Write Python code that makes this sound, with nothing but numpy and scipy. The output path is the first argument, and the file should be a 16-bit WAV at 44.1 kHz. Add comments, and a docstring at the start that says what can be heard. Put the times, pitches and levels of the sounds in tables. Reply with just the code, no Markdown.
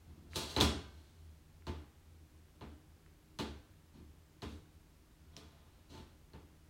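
"""A loose metal vent cover in a hardwood floor, pawed by a cat a few metres away in a live room.
The cover is dragged in a stick-slip rasp, drops with a clatter, then rocks and clacks from rim to rim.
Each blow rings the metal and thuds in the boards and the duct below; paws scuff and claws tick.
A low machine hum and a soft hiss fill the room."""
import sys
import numpy as np
from scipy import signal
from scipy.fft import rfft, irfft, next_fast_len
from scipy.io import wavfile

SR = 44100
rng = np.random.default_rng(int(sys.argv[2]) if len(sys.argv) > 2 else 0)


def int16_out(signal):
    """Quantize to a 16-bit WAV file."""
    q = np.round(np.clip(np.atleast_2d(signal).T, -1, 1) * 32767)
    wavfile.write(sys.argv[1], SR, q.astype(np.int16))


N = 295445
RING = 32768  # samples in which one blow dies away

# The cover's falls. Each row: start in seconds, relative level in dB, thud in dB, brightness in dB, # seconds
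# until the second rim lands. Thud and brightness are bass and treble against the mids. # The faint, heavy row
# at 3.983 s is a soft paw step on the cover.
COVER_KNOCKS = [(0.357, -44.5, 0.5, 14, 0.0076), (0.563, -35.5, -2, -2.5, 0.017),
                (0.602, -34.5, -2, 5.5, .012), (0.609, -36, 0.5, 10, .01), (1.667, -48, 3.5, -4, .013),
                (2.609, -54.5, 5.5, -11, .014), (3.387, -43, 1, 1.5, 0.01), (3.983, -75.5, 19, -5, 0.011),
                (4.420, -49.5, 4.5, -1, .01), (5.364, -60.5, 1, 8.5, .01), (5.936, -60.5, 1, -4, .012),
                (5.974, -61.5, 3.5, 2, 0.024), (6.333, -60, 5, -10, 0.011)]

def cover_knocks(echoes, force_db=35.5):
    """The cover tips under the paw and lands on one rim, then on the other."""
    out = np.zeros(N)
    for start, db, thud_db, bright_db, gap_s in COVER_KNOCKS:
        add(out, start, from_db(db + force_db) * cover_contact(echoes, thud_db, bright_db))
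        # the second rim lands weaker, heavier and duller
        second_rim = cover_contact(echoes, thud_db + 3.5, bright_db - 4)
        add(out, start + gap_s, from_db(db + force_db - 3) * second_rim)
    return out


# The EQ of a blow on cover and boards. Each row: frequency in Hz, gain in dB.
BLOW_EQ = [(30, -20), (55, 11.5), (75, 23.5), (103, 6), (130, 11.5), (190, 8.5), (300, 14.5), (430, 8.5),
           (620, 5.5), (1000, 4.5), (1900, -3.5), (3000, -2), (4200, -3), (5000, -9), (7500, -14),
           (15000, -26)]

def cover_contact(echoes, thud_db, bright_db, crack_db=-10.5, rattle_db=-5.5, rattle_s=0.017):
    """One touch of the cover: a crack, a brief rattle, the ringing modes and the room."""
    t, hz = np.arange(RING) / SR, bins(RING)
    shared = 0.64  # the cover stays in one place, so all blows share this much echo power
    room = room_reverb(np.sqrt(shared) * echoes + np.sqrt(1 - shared) * rng.standard_normal(RING))
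    rattle = rng.standard_normal(RING) * np.exp(-t / rattle_s)
    sound = room + body_ring() + from_db(rattle_db) * rattle / np.linalg.norm(rattle)
    sound[0] += from_db(crack_db)
    # a brighter contact clangs more and sounds less hollow
    clang_db = 2 + 0.54 * bright_db
    hollow_db = -2.2 - 0.24 * bright_db
    landing_eq = [(240, thud_db), (600, 0), (880, hollow_db), (1250, 0), (2100, 0),
                  (3600, clang_db), (9000, bright_db)]
    colour = minimum_phase(at_hz(BLOW_EQ, hz) + at_hz(landing_eq, hz))
    travel_s = 0.0028  # at 1 kHz; bending waves carry treble faster than bass
    dispersion = np.exp(-4j * np.pi * travel_s * np.sqrt(1000 * hz))
    return irfft(rfft(sound) * colour * dispersion)


# Resonances of duct, boards and cover. Each row: pitch in Hz, height over the EQ in dB, T60 in seconds.
BODY_MODES = [(78.8, 3, 0.19), (118.5, 6.5, 0.11), (221.7, 7, 0.42), (282.5, 2, 0.49), (354.5, 7, 0.32),
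              (434, 10.5, 0.56), (492, -10.5, 0.35), (681.5, 3.5, 0.14), (883, 16, 0.28), (995, 7.5, 0.16),
              (1029, 10.5, 0.28), (1207, 4.5, 0.16), (1318, -1, 0.18), (1541, 9, 1), (2190, 5, 0.97),
              (2920, 5, 0.077), (3360, 13, 0.46), (3876, 5, 0.54), (4150, 2, 0.088), (4070, 0.5, 0.01),
              (4360, 6, 0.72), (5440, 14, 0.4), (6270, 10, 0.072), (9000, 14, 0.41)]

def body_ring(spread_db=1.0):
    """Every blow wakes the decaying modes with strengths and phases of its own."""
    t, out = np.arange(RING) / SR, 0
    for hz, db, t60 in BODY_MODES:
        decay = np.log(1000) / t60
        height = 2 * decay / SR * from_db(db + spread_db * rng.standard_normal())
        out += height * np.exp(-decay * t) * np.sin(2 * np.pi * (hz * t + rng.random()))
    return out


# The friction envelope of the drag. Each row: time in seconds, relative level in dB.
DRAG_ENVELOPE = [(0.3, -67), (0.338, -56), (0.355, -44), (0.378, -48), (0.41, -41.5), (0.45, -58),
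                 (0.497, -47), (0.55, -55), (0.59, -62)]

def cover_drag(echoes, rasp_hz=4250, rasp_q=10, rasp_db=-1.5):
    """The rim scrapes over the boards before the drop, rasping at one metallic pitch."""
    times, db = np.transpose(DRAG_ENVELOPE)
    friction = stick_slip() * np.interp(np.arange(N) / SR, times, from_db(db), left=0, right=0)
    rasp = signal.lfilter(*signal.iirpeak(rasp_hz, rasp_q, fs=SR), friction + 1e-18)
    body = cover_contact(echoes, thud_db=-6, bright_db=10)
    return signal.fftconvolve(friction + from_db(rasp_db) * rasp, body)[:N]


def stick_slip(slips_per_s=1400, uneven_db=5.0):
    """Surfaces catch and let go in a run of tiny uneven clicks; unit power."""
    clicks = (rng.random(N) < slips_per_s / SR) * rng.choice([-1, 1], N)
    return unit_power(clicks * from_db(uneven_db * rng.standard_normal(N)))


# Ticks on the metal. Each row: start in seconds, dry peak in dB, pitch in Hz.
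CLAW_TICKS = [(0.334, -38.5, 2020), (0.3662, -35.5, 3950), (0.564, -25.5, 4000), (0.6098, -15.5, 3570),
              (1.623, -56, 2020), (2.623, -54.5, 4100), (3.063, -52, 1750), (3.4, -39, 4060),
              (4.42, -43, 4230), (5.3664, -39, 3030), (5.3667, -37, 5480), (6.334, -55.5, 4270)]

def claw_ticks(echoes, wet_db=-8.0, dead_t60_s=0.0019, rim_t60_s=0.013, rim_hz=4040, rim_octaves=0.19):
    """Claws and sharp corners ping the metal; ticks near the rim's own pitch ring longer."""
    out = np.zeros(N)
    for start, db, hz in CLAW_TICKS:
        near_rim = np.exp(-(np.log2(hz / rim_hz) / rim_octaves) ** 2)
        t60 = dead_t60_s + near_rim * (rim_t60_s - dead_t60_s)
        add(out, start, from_db(db) * metal_ping(hz, t60))
    return out + from_db(wet_db) * signal.fftconvolve(out, room_reverb(echoes))[:N]


def metal_ping(hz, t60, grit=0.059, attack_s=0.0004):
    """A tiny hard contact gives a brief, gritty ring."""
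    t = np.arange(RING) / SR
    envelope = (1 - np.exp(-t / attack_s)) * np.exp(-np.log(1000) * t / t60)
    tone = np.sin(2 * np.pi * hz * t) + grit * rng.standard_normal(RING)
    return tone * envelope / envelope.max()


# Paw strokes. Each row: start and length in seconds, then relative level, thud and brightness in dB.
PAW_SCUFFS = [(0.0, 0.51, -70.5, 17.5, -4), (0.852, 0.57, -71.5, 0.5, 11), (3.929, 0.079, -64, 17.5, 0),
              (4.46, 0.12, -68, 1, 19), (5.22, 0.78, -64.5, -16, -4), (5.881, 0.14, -56.5, 5.5, 6.5)]

def paw_scuffs(echoes, swell_share=0.17):
    """A paw slips over cover and boards with a push that swells quickly, then fades."""
    out = np.zeros(N)
    for start, length, db, thud_db, bright_db in PAW_SCUFFS:
        push = np.interp(np.arange(int(length * SR)) / SR, [0, swell_share * length, length], [0, 1, 0])
        friction = stick_slip()[:len(push)] * push
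        body = cover_contact(echoes, thud_db, bright_db)
        add(out, start, from_db(db) * signal.fftconvolve(friction, body))
    return out


# The live room's tail. Each row: frequency in Hz, T60 in seconds.
ROOM_DECAY = [(70, 0.76), (250, 0.42), (1000, 0.56), (3500, 0.47), (7000, 0.42), (14000, 0.21)]

def room_reverb(echoes, swell_s=0.0034):
    """Dense echoes build up quickly and die away band by band."""
    t, spectrum, tail = np.arange(RING) / SR, rfft(echoes), 0
    centres, t60s = np.transpose(ROOM_DECAY)
    for weights, t60 in zip(np.eye(len(centres)), t60s):
        band = irfft(spectrum * np.interp(np.log(bins(RING)), np.log(centres), weights))
        tail += band * np.exp(-np.log(1000) * t / t60)
    return flatten(tail * (1 - np.exp(-t / swell_s)))


# The level of the hum's low tone over time. Each row: time in seconds, level in dB.
HUM_LOW_LEVEL = [(0, -60), (1.0, -59), (2.3, -60.5), (3.0, -71), (6.7, -68)]
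# The hum's upper tones, which keep a steady level. Each row: pitch in Hz, level in dB, width in Hz.
HUM_TONES = [(155.7, -73.5, 5), (311.7, -77, 5)]

def machine_hum():
    """A machine somewhere in the house drones in low, wavering tones."""
    low_level = from_db(np.interp(np.arange(N) / SR, *np.transpose(HUM_LOW_LEVEL)))
    low_tone = low_level * wavering_tone(centre_hz=80.9, db=0, width_hz=5.5)
    return low_tone + sum(wavering_tone(*tone) for tone in HUM_TONES)


def wavering_tone(centre_hz, db, width_hz):
    """A narrow resonance kept going by noise."""
    resonance = 1 / (1 + (2 * (bins(2 * N) - centre_hz) / width_hz) ** 2)
    tone = irfft(rfft(rng.standard_normal(2 * N)) * resonance)
    return from_db(db) * unit_power(tone[:N])


# The EQ of the room's still air. Each row: frequency in Hz, relative level in dB.
ROOM_TONE_EQ = [(12, -39), (20, -12.5), (81, -5), (93, -8), (110, -15.5), (162, -12.5), (187, -21.5),
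                (233, -16), (284, -21.5), (308, -19), (345, -21.5), (397, -20), (431, -26), (1150, -31),
                (15800, -43.5)]

def room_tone(level_db=-63.5):
    """An even bed of rumble and soft hiss."""
    size = 2 * next_fast_len(N // 2 + 1)
    noise = irfft(rfft(rng.standard_normal(size)) * from_db(at_hz(ROOM_TONE_EQ, bins(size))))
    return from_db(level_db) * unit_power(noise[:N])


def flatten(sound, span=0.11):
    """Level a response's broad ranges but keep its fine peaks and dips; about unit energy."""
    spectrum = rfft(sound)
    total, k = np.cumsum(np.abs(spectrum) ** 2), np.arange(len(spectrum))
    low = np.maximum(k * (1 - span) - 8, 0)
    high = np.minimum(k * (1 + span) + 8, k[-1])
    local_power = (np.interp(high, k, total) - np.interp(low, k, total)) / (high - low)
    return irfft(spectrum * minimum_phase(-10 * np.log10(local_power + 1e-12)))


def minimum_phase(db):
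    """An EQ with no pre-ring: nothing sounds before the blow."""
    cepstrum = irfft(np.log(from_db(db)))
    cepstrum[1:RING // 2] *= 2
    cepstrum[RING // 2 + 1:] = 0
    return np.exp(rfft(cepstrum))


def from_db(db):
    """Decibels to gain."""
    return 10 ** (np.asarray(db) / 20)


def unit_power(x):
    """Scale to an RMS of one."""
    return x / np.sqrt(np.mean(x ** 2) + 1e-20)


def bins(size):
    """Frequencies of a real spectrum, kept above zero."""
    return np.maximum(np.fft.rfftfreq(size, 1 / SR), 1)


def at_hz(points, hz):
    """Read an EQ curve on a log-frequency axis."""
    knots, values = np.transpose(points)
    return np.interp(np.log(hz), np.log(knots), values)


def add(track, start_s, sound):
    """Mix a sound into the track at a time."""
    start = int(start_s * SR)
    track[start:start + len(sound)] += sound[:N - start]


def scene():
    """The cover and the cat over hum and room tone, in mono."""
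    echoes = rng.standard_normal(RING)  # the room's echo pattern from the vent to the listener
    vent = cover_knocks(echoes) + cover_drag(echoes) + paw_scuffs(echoes) + claw_ticks(echoes)
    return (vent + machine_hum() + room_tone())[None]


def record(dry, cutoff_hz=15900):
    """A steep low-pass takes off the very top."""
    return signal.sosfilt(signal.ellip(12, .1, 70, cutoff_hz, fs=SR, output="sos"), dry)


dry = scene()
out = record(dry)
int16_out(out)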